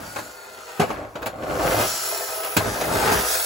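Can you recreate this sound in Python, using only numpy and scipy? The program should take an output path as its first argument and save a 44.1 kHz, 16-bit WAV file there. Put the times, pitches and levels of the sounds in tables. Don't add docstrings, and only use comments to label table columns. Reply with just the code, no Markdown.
import sys
import numpy as np
from scipy import signal
from scipy.fft import rfft, irfft, next_fast_len
from scipy.io import wavfile
from scipy.ndimage import map_coordinates

SR = 44100
rng = np.random.default_rng(int(sys.argv[2]) if len(sys.argv) > 2 else 0)


def master(y):
    cut = np.clip(np.atleast_2d(y).T, -1, 1)
    pcm = np.round(cut * 32767)
    wavfile.write(sys.argv[1], SR, pcm.astype(np.int16))


N = 152145

# time_s, level_db
WHEEL_LEVELS = [(0, -34.5), (.12, -41.5), (.22, -39.5), (.36, -58), (.77, -55), (.84, -54), (.89, -29.5),
                (.94, -34), (1.04, -35), (1.13, -46), (1.19, -37), (1.35, -37.5), (1.42, -34.5),
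                (1.47, -28), (1.55, -25.5), (1.65, -21.5), (1.82, -26.5), (1.89, -41.5), (2.0, -52.5),
                (2.54, -77), (2.59, -23.5), (2.69, -28.5), (2.79, -32.5), (2.85, -28), (2.92, -23.5),
                (3.11, -20), (3.205, -26), (3.25, -45), (3.45, -53)]

BUMPS_PER_S, TEETH_PER_S = 1500, 5000
TOOTH_SCATTER_DB = 2


def amp(db):
    return 10 ** (np.asarray(db) / 20)


def unit(x):
    return x / np.sqrt(np.mean(x ** 2) + 1e-20)


def along(points, hz):
    f, v = np.transpose(points)
    return np.interp(np.log(hz + 1), np.log(f + 1), v)


def curves(rows):
    s, *cols = np.transpose(rows)
    return [np.interp(np.arange(N) / SR, s, c) for c in cols]


def wobble(rate):
    knots = rng.standard_normal(int(N * rate / SR) + 4)
    return map_coordinates(knots, [np.arange(N) * rate / SR])


def filtered(x, response):
    m = 2 * next_fast_len(N // 2 + SR // 4)
    hz = np.fft.rfftfreq(m, 1 / SR)
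    return irfft(rfft(x, m) * response(hz), m)[..., :N]


def shell(x, colour):
    # centre_hz, width_hz, lift_db
    modes = [(59.5, 4, 6), (105.2, 14.7, 9), (173, 9.6, 4), (229.6, 14, 5), (313, 53, 7), (381, 27, 6),
             (416, 42, 8.5), (503.5, 57, 9.5), (648, 193, 10), (814, 136, 4.5), (901, 120, 4),
             (1070, 39, 6.5), (1257, 153, 5.5), (1603, 440, 4), (2016, 56, 3), (2520, 89, 4),
             (4220, 690, 3), (5740, 300, 1.5), (7140, 390, 2.5), (7500, 530, 1.5), (11100, 370, 5.5)]

    def response(hz):
        lift_db = sum(db / (1 + (2 * (hz - c) / w) ** 2) for c, w, db in modes)
        gain = unit(amp(along(colour, hz) + lift_db))
        cepstrum = irfft(np.log(gain + 1e-6))
        half = len(cepstrum) // 2
        return np.exp(rfft(np.r_[cepstrum[0], 2 * cepstrum[1:half]], len(cepstrum)))
    return filtered(x, response)


def impacts(rate, scatter_db):
    ring_t60_s, ring_db, drift_rad = 0.042, 2.5, 1.46
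    struck = rng.random((2, N)) < rate / SR
    signs = rng.choice([-1, 1], (2, N))
    strengths = amp(scatter_db * np.clip(rng.standard_normal((2, N)), -2, 2))
    taps = struck * signs * strengths

    def treble(hz):
        return hz / (hz + 700)

    t = np.arange(SR // 10) / SR
    tails = rng.standard_normal((2, 2, len(t))) * amp(-60 * t / ring_t60_s)
    rung = signal.fftconvolve(taps[None], tails, axes=2)[..., :N]
    ring_a, ring_b = filtered(unit(rung), treble)
    blend = drift_rad * wobble(5.005)
    ring = amp(ring_db) * (np.cos(blend) * ring_a + np.sin(blend) * ring_b)
    return unit(filtered(unit(taps) + ring, lambda hz: 1 / np.hypot(1, amp(ring_db) * treble(hz))))


def wheels():
    # freq_hz, relative_db_per_hz
    rumble_colour = [(20, -38), (45, 3.5), (130, 0), (300, -2.5), (500, -4.5), (900, -4), (1500, -7.5),
                     (1950, -9.5), (2700, -21), (5000, -26), (16000, -34.5)]
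    scatter_db, flutter_db = 1.5, 1.05
    level_db, = curves(WHEEL_LEVELS)
    bumps = impacts(BUMPS_PER_S, scatter_db)
    return shell(bumps * amp(level_db + flutter_db * wobble(70)), rumble_colour)


def gears():
    # time_s, buzz_level_db, rattle_level_db, fizz_level_db
    gear_levels = [(0, -43.5, -46, -42.5), (.2, -42.5, -43, -44.5), (.42, -44, -51, -49),
                   (.6, -40.5, -48, -51), (.78, -35.5, -48, -46), (.92, -37.5, -51.5, -47),
                   (1.03, -47.5, -60, -65), (1.13, -53, -60, -58), (1.35, -62, -64, -59),
                   (1.5, -55, -44, -47), (1.66, -26.5, -34, -32), (1.82, -22, -29, -27),
                   (1.93, -33.5, -28.5, -29), (2.08, -32.5, -31.5, -27.5), (2.3, -34.5, -36.5, -31),
                   (2.45, -31, -39, -29.5), (2.55, -32.5, -39, -31), (2.68, -37.5, -32, -37),
                   (2.84, -30, -35, -34), (3.0, -29, -29.5, -30), (3.13, -19.5, -26.5, -27.5),
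                   (3.24, -26, -30, -28.5), (3.32, -30.5, -23, -25), (3.45, -33.5, -30, -23.5)]
    # freq_hz, relative_db_per_hz
    buzz_colour = [(30, -19), (130, -17), (235, -27.5), (370, -6.5), (550, -8.5), (720, -6), (1050, -2.5),
                   (1200, -8), (1400, -6.5), (1680, -2.5), (2200, -5), (3500, -12), (8000, -27.5)]
    # freq_hz, relative_db_per_hz
    rattle_colour = [(300, -38), (1500, 1.5), (2100, 0.5), (3000, -2), (4500, 3.5), (6300, 3.5),
                     (7400, 2.5), (8200, 5), (9500, 1.5), (12000, -6), (16000, -44)]
    # freq_hz, relative_db_per_hz
    fizz_colour = [(2000, -55), (7000, -63), (9500, 7.5), (11000, -3), (13000, 2.5), (14200, 2.5),
                   (15500, 2.5)]
    flutter_db = 0.78 * wobble(200)
    drifts_db = (1.3, .7, .6)
    colours = (buzz_colour, rattle_colour, fizz_colour)
    out = np.zeros((2, N))
    for level_db, drift_db, colour in zip(curves(gear_levels), drifts_db, colours):
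        strikes = impacts(TEETH_PER_S, TOOTH_SCATTER_DB)
        out += shell(strikes * amp(level_db + flutter_db + drift_db * wobble(27.73)), colour)
    return out


def grind():
    # freq_hz, relative_db_per_hz
    grind_colour = [(600, -20.5), (1100, -1.5), (1400, 0.5), (1700, 5), (2300, -4), (3200, -6.5),
                    (5000, -21), (12000, -32)]
    full_push_grind_db, full_push_wheels_db = -30, -21
    growth = 1.1
    catches_per_s, catch_depth_db = 320, 6
    level_db, = curves(WHEEL_LEVELS)
    strikes = impacts(BUMPS_PER_S, TOOTH_SCATTER_DB)
    teeth = unit(strikes * amp(catch_depth_db * wobble(catches_per_s)))
    grind_db = full_push_grind_db + growth * (level_db - full_push_wheels_db)
    return shell(teeth * amp(grind_db), grind_colour)


def whine():
    # start_s, end_s, mesh_pitch_hz, sag_hz_per_s, level_db, fade_db_per_s, hard_push (0 or 1)
    coasts = [(0.0, .76, 1473, 138, -48.5, 4, 0), (1.85, 2.57, 1360, 122, -39, 4, 1),
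              (3.22, 3.5, 1415, 122, -40, 4, 1)]
    # multiple_of_mesh_pitch, waver_share, gentle_coast_db, hard_coast_db
    tones = [(.498, 0.005, -20, -3), (1, 0.0028, 2.5, 0.5), (.985, .008, 0, -18), (3.14, 0.015, -3, -3.5),
             (3.93, .006, -20, -3), (4.16, 0.009, -14, 3), (4.43, .005, -20, -1.5), (4.84, .022, -4, -8),
             (5.17, 0.006, -12, 1.5), (5.65, 0.011, -15, 0)]
    panel_hz, panel_width_hz, panel_lift_db = 642, 13, 13
    treble_fade_db_per_s, flutter_db = 17, 3
    t = np.arange(N) / SR
    out = np.zeros((2, N))
    for start, end, hz, sag, db, fade, hard in coasts:
        age = np.clip(t - start, 0, end - start)
        ramps = np.clip(np.minimum(t - start, end - t) / 0.045, 0, 1)
        level = amp(db - fade * age) * ramps
        pitch = hz - sag * age
        for multiple, waver, *tone_db in tones:
            tone_hz = multiple * pitch
            phase = 2 * np.pi * np.cumsum(tone_hz * (1 + waver * wobble(300))) / SR
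            hum_db = panel_lift_db / (1 + (2 * (tone_hz - panel_hz) / panel_width_hz) ** 2)
            loss_db = treble_fade_db_per_s * age * hard * (multiple > 2)
            gain = amp(tone_db[hard] + hum_db - loss_db + flutter_db * wobble(110))
            out += level * gain * np.array([np.sin(phase), np.cos(phase)])
    return out


def knocks():
    # start_s, thump_db, clank_db, jangle_db, click_db, length_s
    knock_events = [(0.16, -42, -30, -28, -39, 0.0088), (0.186, -60, -36, -36, -42, .006),
                    (0.796, -17.5, -19.5, -23, -27, 0.0087), (0.814, -28, -24.5, -30, -49, 0.021),
                    (0.902, -30, -25.5, -26.5, -46, 0.0021), (1.154, -34, -26.5, -34.5, -61, 0.0035),
                    (1.226, -43, -29, -29.5, -44, 0.0023), (1.262, -34, -27, -28, -32.5, 0.008),
                    (1.433, -34.5, -32, -34, -57, 0.0028), (2.119, -68, -31, -44, -51, 0.0084),
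                    (2.198, -62, -30, -38, -46, 0.0076), (2.285, -65, -44, -32, -42, 0.0071),
                    (2.432, -65, -32.5, -38, -33, 0.0086), (2.566, -17, -25.5, -18, -18.5, 0.0075),
                    (2.66, -27, -31.5, -54, -58, 0.027), (2.809, -38, -21, -30, -28.5, 0.0041),
                    (2.876, -52, -27.5, -45, -44, 0.0036), (3.119, -22, -27.5, -24, -30, 0.0055)]
    # freq_hz, level_over_jangle_db, t60_s
    panels = [(903, -8, 0.1), (1083, -9, 0.14), (1536, -10, 0.05), (1620, -6, 0.045), (2480, -16, 0.12),
              (6300, -18, 0.11)]
    # freq_hz, relative_db_per_hz
    thump_colour = [(30, -36), (62, -15), (95, -3), (160, 0), (245, 2), (380, -8), (800, -22), (3000, -50)]
    clank_colour = [(200, -8), (450, 1.5), (680, 4), (1000, -2.5), (1700, -4), (2600, -6.5), (5000, -16),
                    (15000, -29)]
    jangle_colour = [(400, -20), (800, -3), (1130, 3), (1320, -2), (1560, 2), (1950, -8), (2480, -6),
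                     (3100, -14), (6000, -24), (15000, -40)]
    click_colour = [(300, -38), (1500, 5), (3000, 6.5), (6000, 2), (9000, 1), (12000, 1), (16000, -9)]
    attack_s, tin_low_hz = 0.0025, 230
    push_db = 22.5
    t = np.arange(N) / SR
    age = t[:SR // 4]
    out, pushes = np.zeros((2, N)), np.zeros(N)
    for s, thump_db, _, jangle_db, _, length in knock_events:
        at = round(s * SR)
        pushes[at] = amp(thump_db + push_db)
        ring = np.zeros(len(age))
        for hz, db, t60 in panels:
            decay = amp(jangle_db + db + rng.normal(0, 1.1) - 60 * age / t60)
            ring += decay * np.sin(2 * np.pi * hz * age)
        out[:, at:at + len(age)] += np.outer([1, .5], ring)
    # colour, t60 in s, push (only the thump has one)
    layers = [(thump_colour, 0.074, np.outer([1, 0], pushes)), (clank_colour, 0.15, 0),
              (jangle_colour, 0.12, 0), (click_colour, 0.12, 0)]
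    thin = signal.butter(3, tin_low_hz, "high", fs=SR, output="sos")
    for k, (colour, t60, push) in enumerate(layers):
        level = np.zeros(N)
        for s, *layer_db, length in knock_events:
            attack = np.clip((t - s) / attack_s, 0, 1)
            level += attack * amp(layer_db[k] - 60 * np.clip((t - s - length) / t60, 0, 2))
        layer = shell(push + level * impacts(TEETH_PER_S, TOOTH_SCATTER_DB), colour)
        out += signal.sosfilt(thin, layer) if k else layer
    return out


def snaps():
    # start_s, level_db
    snap_events = [(1.221, -30), (1.26, -19), (2.567, -11)]
    # freq_hz, relative_db_per_hz
    snap_colour = [(500, -5), (2500, 9), (8000, -13), (12000, -9), (15500, 11.5)]
    t60_s = 0.04
    t = np.arange(N) / SR
    level = sum((t >= s) * amp(db - 60 * np.clip((t - s) / t60_s, 0, 2)) for s, db in snap_events)
    return shell(level * rng.standard_normal((2, N)), snap_colour)


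def scene():
    # freq_hz, correlation
    likeness = [(60, 1), (150, 0.82), (500, 0.7), (1000, 0.72), (1500, 0.085), (1900, -0.41), (2400, 0.63),
                (4500, 0.51), (5600, 0.32), (6200, 0.59)]
    # freq_hz, left_minus_right_db
    balance = [(60, 1.7), (300, -1), (600, 0.2), (1050, -1.1), (1550, 5), (2400, 0.7), (4300, 1.5),
               (6200, 0.4), (15000, -0.8)]
    mono_above_hz = 6300

    def spread(hz):
        angle = np.arccos(np.clip(along(likeness, hz), -1, 1)) / 2 * (hz < mono_above_hz)
        return np.array([np.cos(angle), np.sin(angle)])

    car = wheels() + gears() + grind() + whine() + knocks() + snaps()
    mid, side = filtered(car, spread)
    ports = np.array([mid + side, mid - side])
    return filtered(ports, lambda hz: amp(np.outer([.5, -.5], along(balance, hz))))


def record(dry):
    # freq_hz, right_lead_half_turns
    phase_lead = [(8000, 0), (8950, 1), (9500, 1), (10500, 2), (11650, 2), (13000, 3), (13700, 3),
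                  (14800, 4)]
    low_cut_hz, top_hz = 40, 15780
    dry = signal.sosfilt(signal.butter(4, low_cut_hz, "high", fs=SR, output="sos"), dry)

    def response(hz):
        half_turns = np.interp(hz, *np.transpose(phase_lead))
        return np.exp(1j * np.pi * np.outer([-.5, .5], half_turns)) * (hz < top_hz)
    return filtered(dry, response)


dry = scene()
out = record(dry)
master(out)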